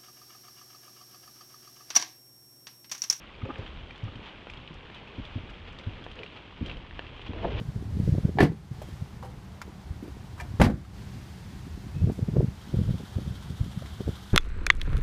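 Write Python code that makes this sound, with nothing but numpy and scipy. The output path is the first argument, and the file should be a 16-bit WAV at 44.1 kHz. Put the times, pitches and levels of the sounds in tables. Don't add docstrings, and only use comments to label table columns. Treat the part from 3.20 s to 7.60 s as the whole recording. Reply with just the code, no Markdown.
import sys
import numpy as np
from scipy import signal
from scipy.fft import rfft, irfft, next_fast_len
from scipy.io import wavfile
from scipy.ndimage import map_coordinates

SR = 44100
rng = np.random.default_rng(int(sys.argv[2]) if len(sys.argv) > 2 else 0)


def wrap_up_sound(samples):
    columns = np.atleast_2d(samples).T
    tamed = np.clip(columns, -1, 1)
    steps = np.round(tamed * 32767).astype(np.int16)
    wavfile.write(sys.argv[1], SR, steps)


N = 194084
TIME = np.arange(N) / SR
AGE = TIME[:SR // 3]

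# f/Hz, level/dB
SWISH = [(300, -12), (900, -1), (1700, -6), (2400, -1.5), (3200, -1), (4200, -14.5), (6500, -33),
         (12000, -64.5), (16000, -92.5)]
# f/Hz, level/dB
WET_PORT = [(30, -10), (300, 0), (3200, 6.5), (4200, 1), (6500, -25.5), (12000, -42), (16000, -57)]
# t/s, level/dB, board pitch f/Hz, ring t60/s, knock level/dB (relative), knock pitch f/Hz
STEPS = [(.229, -22.5, 99, 0.065, -7, 201), (0.386, -27.5, 98, 0.078, -11, 218),
         (0.829, -24.5, 105, 0.14, -12.5, 235), (0.953, -36, 110, 0.098, -2.5, 234),
         (1.373, -38.5, 117, 0.025, -5, 257), (1.504, -36.5, 166, 0.06, -4, 333),
         (1.981, -27, 100, 0.057, -3, 256), (2.156, -21.5, 96, 0.059, -6.5, 244),
         (2.405, -38, 83, 0.19, -14, 260), (2.666, -22, 95.7, 0.086, -9, 228),
         (3.410, -22, 82, 0.06, -0.5, 238), (4.09, -26.5, 89, 0.11, -3.5, 249),
         (4.349, -24.5, 98.5, 0.052, -8, 204)]

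PUSH_S, FREE_S, CLEAR_S = 4.097, 4.243, 4.272
SWING = np.clip((TIME - PUSH_S) / 0.15, 0, 1)


def amp(db):
    return 10 ** (np.asarray(db) / 20)


def unit(x):
    return x / np.sqrt(np.mean(x ** 2) + 1e-20)


def crest(x):
    return x / np.abs(x).max()


def along(points, hz):
    f, v = np.transpose(points)
    return np.interp(np.log(hz + 1), np.log(f + 1), v)


def wobble(rate):
    knots = rng.standard_normal(int(N * rate / SR) + 4)
    return map_coordinates(knots, [TIME * rate])


def filtered(x, response):
    m = next_fast_len(N + SR // 2)
    return irfft(rfft(x, m) * response(np.fft.rfftfreq(m, 1 / SR)), m)[:N]


def colour(x, spectrum):
    size = 8192
    gain = amp(along(spectrum, np.fft.rfftfreq(size, 1 / SR)))
    cepstrum = irfft(np.log(gain))
    cepstrum[1:size // 2] *= 2
    cepstrum[size // 2 + 1:] = 0
    return signal.fftconvolve(x, irfft(np.exp(rfft(cepstrum))))[:N]


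def resonate(x, peaks):
    # f/Hz, level/dB
    soft_contact = [(1500, 3.5), (3200, -4), (4500, -18), (8000, -35), (14000, -56)]

    def body(f):
        total = 0
        for k, (centre, width, db) in enumerate(peaks):
            resonance = 1j * f * width / (centre * centre - f * f + 1j * f * width)
            total = total + (-1) ** k * amp(db) * resonance
        return total

    return unit(colour(filtered(x, body), soft_contact))


def fade(t60):
    return np.exp(-np.log(1000) * AGE / t60)


def ring(modes):
    total = 0
    for hz, db, t60 in modes:
        level = amp(db + rng.normal(0, 1))
        pitch = hz * (1 + rng.normal(0, .02))
        total = total + level * fade(t60) * np.sin(2 * np.pi * pitch * AGE)
    return crest(total)


def impacts(rate, spread_db):
    size = amp(spread_db * np.minimum(rng.standard_normal(N), 2))
    hits = rng.random(N) < rate / SR
    return unit(hits * size * np.sign(rng.standard_normal(N)))


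def add(track, s, sound):
    part = track[round(s * SR):][:len(sound)]
    part += sound[:len(part)]


def strokes(rows):
    return sum(amp(db) * np.exp(-.5 * ((TIME - s) / half) ** 2) for s, db, half in rows)


def after(s):
    return .5 + .5 * np.tanh((TIME - s) / 0.002)


def patter(count, centre_hz, spread_db):
    when, life = rng.random((2, count, 1))
    pitch, size = np.clip(rng.standard_normal((2, count, 1)), -2, 2)
    t = AGE[:SR // 50]
    cycles = centre_hz * np.exp(.45 * pitch) * t
    decay = np.exp(-cycles / (0.72 + 5 * life ** 2))
    grains = amp(spread_db * size) * np.sin(2 * np.pi * cycles) * decay
    where = (when * N).astype(int) + np.arange(len(t))
    track = np.bincount(where.ravel(), grains.ravel(), N)[:N]
    return unit(colour(track, WET_PORT))


def rain():
    # f/Hz, level/dB
    far_tone = [(30, -14), (100, 4), (400, -2.5), (650, -8), (1100, -7), (1900, -13.5), (2500, -8.5),
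                (3250, -8), (4000, -19.5), (5000, -27), (6500, -36), (8200, -43), (10000, -50.5),
                (13000, -59)]
    far = unit(colour(rng.standard_normal(N), far_tone)) * amp(1.02 + 0.62 * wobble(9))
    falls = impacts(rate=750, spread_db=4.5)
    splats = unit(colour(falls, SWISH)) * amp(-4.5 + 0.8 * wobble(17))
    plinks = patter(count=1600, centre_hz=2372, spread_db=4) * amp(-6.5)
    drifting_gain = amp(-52 + 0.28 * wobble(2))
    return drifting_gain * (far + splats + plinks)


def jolts():
    rise_s, fall_s = 0.024, 0.11
    out = np.zeros(N)
    for s, db, *_ in STEPS:
        age = np.maximum(TIME - s, 0)
        out += amp(db) * (1 - np.exp(-age / rise_s)) * np.exp(-age / fall_s)
    return out


def handling():
    # f/Hz, level/dB
    rumble_tone = [(12, -14.5), (30, 3), (80, -1.5), (130, -8.5), (250, -20), (500, -34), (1500, -72),
                   (4000, -120)]
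    # f/Hz, level/dB
    rub_tone = [(80, -8), (200, 4.5), (500, 4), (900, -6.5), (1600, -13), (4000, -50.5), (10000, -120)]
    # t/s, level/dB, half length/s
    puffs = [(.61, -46, 0.029), (1.33, -47, 0.017), (3.52, -41, .04), (3.9, -48.5, 0.15)]
    jolt = jolts()
    air = amp(-54.5) + amp(-19.5) * jolt + amp(-38) * SWING + strokes(puffs)
    strain = amp(-59) + amp(-33) * jolt + amp(-45.5) * SWING
    rumble = air * amp(1.7 * wobble(14)) * unit(colour(rng.standard_normal(N), rumble_tone))
    rubbing = unit(colour(impacts(rate=900, spread_db=5.5), rub_tone))
    return rumble + strain * amp(2.3 * wobble(25)) * rubbing


def scuffs():
    # t/s, level/dB
    slip_rows = [(0.218, -42.5), (0.258, -35), (.300, -34), (.310, -36.5), (0.425, -41.5), (.882, -43.5),
                 (0.927, -49)]
    # f/Hz, width/Hz, level/dB
    sole = [(258, 280, 3.5), (485, 320, 0), (770, 180, -6), (1253, 90, -0.5), (1580, 150, -10.5),
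            (2650, 590, -16)]
    # t/s, level/dB, half length/s
    scrapes = [(.266, -40.5, 0.012), (.293, -39, 0.0046), (.395, -43.5, 0.013), (.62, -55, 0.035),
               (1.93, -54, 0.046), (2.18, -47.5, 0.0078), (3.01, -46, 0.029), (3.485, -46, 0.023)]
    # f/Hz, width/Hz, level/dB
    scrape_body = [(230, 250, -7.5), (422, 52, 5.5), (532, 27, 2.5), (647, 68, -3.5)]
    slip_half_s = 0.0053
    slip_swells = strokes([(s, db, slip_half_s) for s, db in slip_rows])
    slips = slip_swells * resonate(impacts(rate=1100, spread_db=2.0), sole)
    drags = strokes(scrapes) * resonate(impacts(rate=700, spread_db=-0.5), scrape_body)
    return slips + drags


def wall(x):
    # f/Hz, t60/s
    wall_fade = [(100, 0.24), (1000, 0.31), (8000, 0.25)]
    hz, t, bands = signal.stft(rng.standard_normal(SR // 3), SR, nperseg=256)
    decay = np.exp(-np.log(1000) * t / along(wall_fade, hz)[:, None])
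    tail = signal.istft(bands * decay, SR, nperseg=256)[1]
    return signal.fftconvolve(x, tail / np.linalg.norm(tail))[:N]


def steps():
    # multiple of the knock pitch, level/dB, t60/s
    boards = [(0.602, -11.5, 0.13), (0.819, -5, 0.091), (0.999, 2.5, 0.059), (1.2, -12, 0.13),
              (1.7, -18, 0.065), (2.2, -17, 0.041)]
    out = np.zeros(N)
    for s, db, hz, t60, knock_db, knock_hz in STEPS:
        modes = [(ratio * knock_hz, level, life) for ratio, level, life in boards]
        swing_onset = 1 - np.exp(-(AGE / 0.0044) ** 2)
        swing = crest(-np.sin(2 * np.pi * hz * AGE) * fade(t60) * swing_onset)
        knock = crest(-ring(modes) * (1 - np.exp(-AGE / 0.006)))
        add(out, s, amp(db - 0.5) * (swing + amp(knock_db) * knock))
    return out


def clicks():
    # t/s, level/dB, knock level/dB (relative)
    click_rows = [(0.358, -32, -18), (1.27, -43.5, 11), (1.700, -38.5, -2.5), (2.865, -37.5, 8.5),
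                  (3.710, -34.5, -16), (3.793, -25, -2.5), (3.995, -40, 4), (4.134, -37, 5)]
    # f/Hz, level/dB, t60/s
    metal = [(1150, -1, 0.0072), (1754, 7.5, 0.011), (2400, -6.5, 0.019), (2680, 3.5, 0.0088)]
    # f/Hz, level/dB, t60/s
    wood = [(527, 3.6, 0.024), (756, 11.5, 0.0088), (970, 0.5, 0.021)]
    out = np.zeros(N)
    for s, db, knock_db in click_rows:
        crack = 0.37 * rng.standard_normal(len(AGE)) * fade(0.0074)
        add(out, s, amp(db) * (ring(metal) + crack + amp(knock_db) * ring(wood)))
    return colour(out, WET_PORT)


def spits():
    # t/s, level/dB (before a common trim), t60/s
    spit_rows = [(.382, -58, 0.075), (0.779, -53.5, 0.016), (0.84, -56, .03), (1.541, -57, 0.053),
                 (2.302, -53, 0.025), (2.526, -57.5, 0.032), (2.956, -54, 0.015)]
    # f/Hz, level/dB
    spit_tone = [(1000, -15), (5000, 16.5), (10000, -6), (13000, -19)]
    out = np.zeros(N)
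    for s, db, t60 in spit_rows:
        add(out, s, amp(db - 8.5) * rng.standard_normal(len(AGE)) * fade(t60))
    return colour(out, spit_tone)


def jacket():
    # t/s, level/dB, half length/s
    swishes = [(.41, -52, 0.077), (1.07, -47, 0.034), (1.765, -50.5, 0.024), (2.05, -53, 0.16),
               (2.485, -47.5, 0.012), (2.983, -49, 0.011), (3.17, -47, 0.012), (3.495, -47.5, 0.042),
               (4.07, -44.5, 0.0085), (4.32, -52, 0.0085), (4.39, -43.5, 0.015)]
    creases = impacts(rate=1800, spread_db=3)
    movement = strokes(swishes) + amp(-48.5) * SWING
    return movement * unit(colour(creases, SWISH))


def small_drops(count):
    rows = []
    for when, size, pitch in rng.random((count, 3)):
        level_db = -38.5 + 6 * (size - .5)
        hz = 2890 * np.exp(.4 * (pitch - .5))
        rows.append((when * TIME[-1], level_db, hz, -27.5))
    return rows


def drops():
    # t/s, level/dB, f/Hz, spray level/dB (relative)
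    near_drops = [(0.463, -34.5, 3170, -37), (0.7078, -32, 2320, -36), (0.956, -36, 3200, -28),
                  (1.299, -31, 2400, -25), (1.3361, -32, 2830, -31), (1.373, -36, 3240, -35),
                  (1.476, -33.5, 3000, -39), (1.7457, -36, 3280, -24), (2.0514, -33.5, 3380, -28),
                  (2.587, -33.5, 3530, -22.5), (2.8404, -36.5, 3210, -24), (2.9144, -37.5, 3150, -24),
                  (2.990, -33, 3020, -40), (3.033, -29, 2390, -30), (3.0619, -33, 2710, -37),
                  (3.461, -32.5, 3220, -22), (3.497, -29, 2770, -44), (3.514, -33, 2660, -42),
                  (3.867, -34, 2730, -39), (4.016, -35, 3020, -28)]
    slap_share = 0.36
    ticks, sprays = np.zeros(N), np.zeros(N)
    for s, db, hz, spray_db in near_drops + small_drops(count=10):
        modes = [(.88 * hz, -5, .014), (hz, 0, .018), (1.17 * hz, -5, .012)]
        plink = ring(modes) * (1 - np.exp(-AGE / 0.00033))
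        slap, spray = rng.standard_normal((2, len(AGE)))
        add(ticks, s, amp(db) * (plink + slap_share * slap * fade(0.022)))
        add(sprays, s, amp(db + spray_db) * spray * fade(0.069))
    spray_tone = [(1000, -21), (4500, 10.5), (7000, -1.0), (12000, -21)]  # f/Hz, level/dB
    return colour(ticks, WET_PORT) + colour(sprays, spray_tone)


def door():
    # f/Hz, width/Hz, level/dB
    door_low = [(125, 52, -3.5), (214, 35, -7), (302, 58, -7.5), (428, 35, -1), (501, 18, -1),
                (602, 57, -5)]
    # f/Hz, width/Hz, level/dB
    door_high = [(666, 28, 4), (750, 150, -5), (945, 63, -2.5), (1200, 110, -16.5), (1720, 280, -18.5)]
    stuck_db, loaded_db, sweep_db = -51, -37.5, -42
    jump_db = 8
    release_s, dulling_s = 0.0069, 0.0097
    load_bright, free_bright = 0.34, 0.92

    load = np.clip((TIME - PUSH_S) / (FREE_S - PUSH_S), 0, 1) ** 1.5
    free = after(FREE_S)
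    in_frame = after(PUSH_S) * np.exp(-np.maximum(TIME - CLEAR_S, 0) / release_s)
    seal = amp(stuck_db + (loaded_db - stuck_db) * load + jump_db * free) * in_frame
    level = seal + amp(sweep_db) * after(CLEAR_S)

    dulling = np.exp(-(np.maximum(TIME - FREE_S, 0) / dulling_s) ** 2)
    bright = np.clip(free * free_bright * dulling + (1 - free) * load_bright * load, 0, 1)

    slip_rate = 210 * np.exp(.4 * wobble(160))
    slip_count = np.floor(np.cumsum(slip_rate) / SR)
    slips = np.diff(slip_count, prepend=0) * amp(3.0 * wobble(300))
    low, high = resonate(slips, door_low), resonate(slips, door_high)
    grip = amp(1 * wobble(70))
    return level * grip * (np.sqrt(1 - bright) * low + np.sqrt(bright) * high)


def scene():
    close = scuffs() + steps() + clicks() + drops() + door()
    answer = amp(-13) * wall(close)
    return (close + answer + rain() + handling() + spits() + jacket())[None]


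def record(dry):
    return filtered(dry[0], lambda hz: hz < 12750)[None]


dry = scene()
out = record(dry)
wrap_up_sound(out)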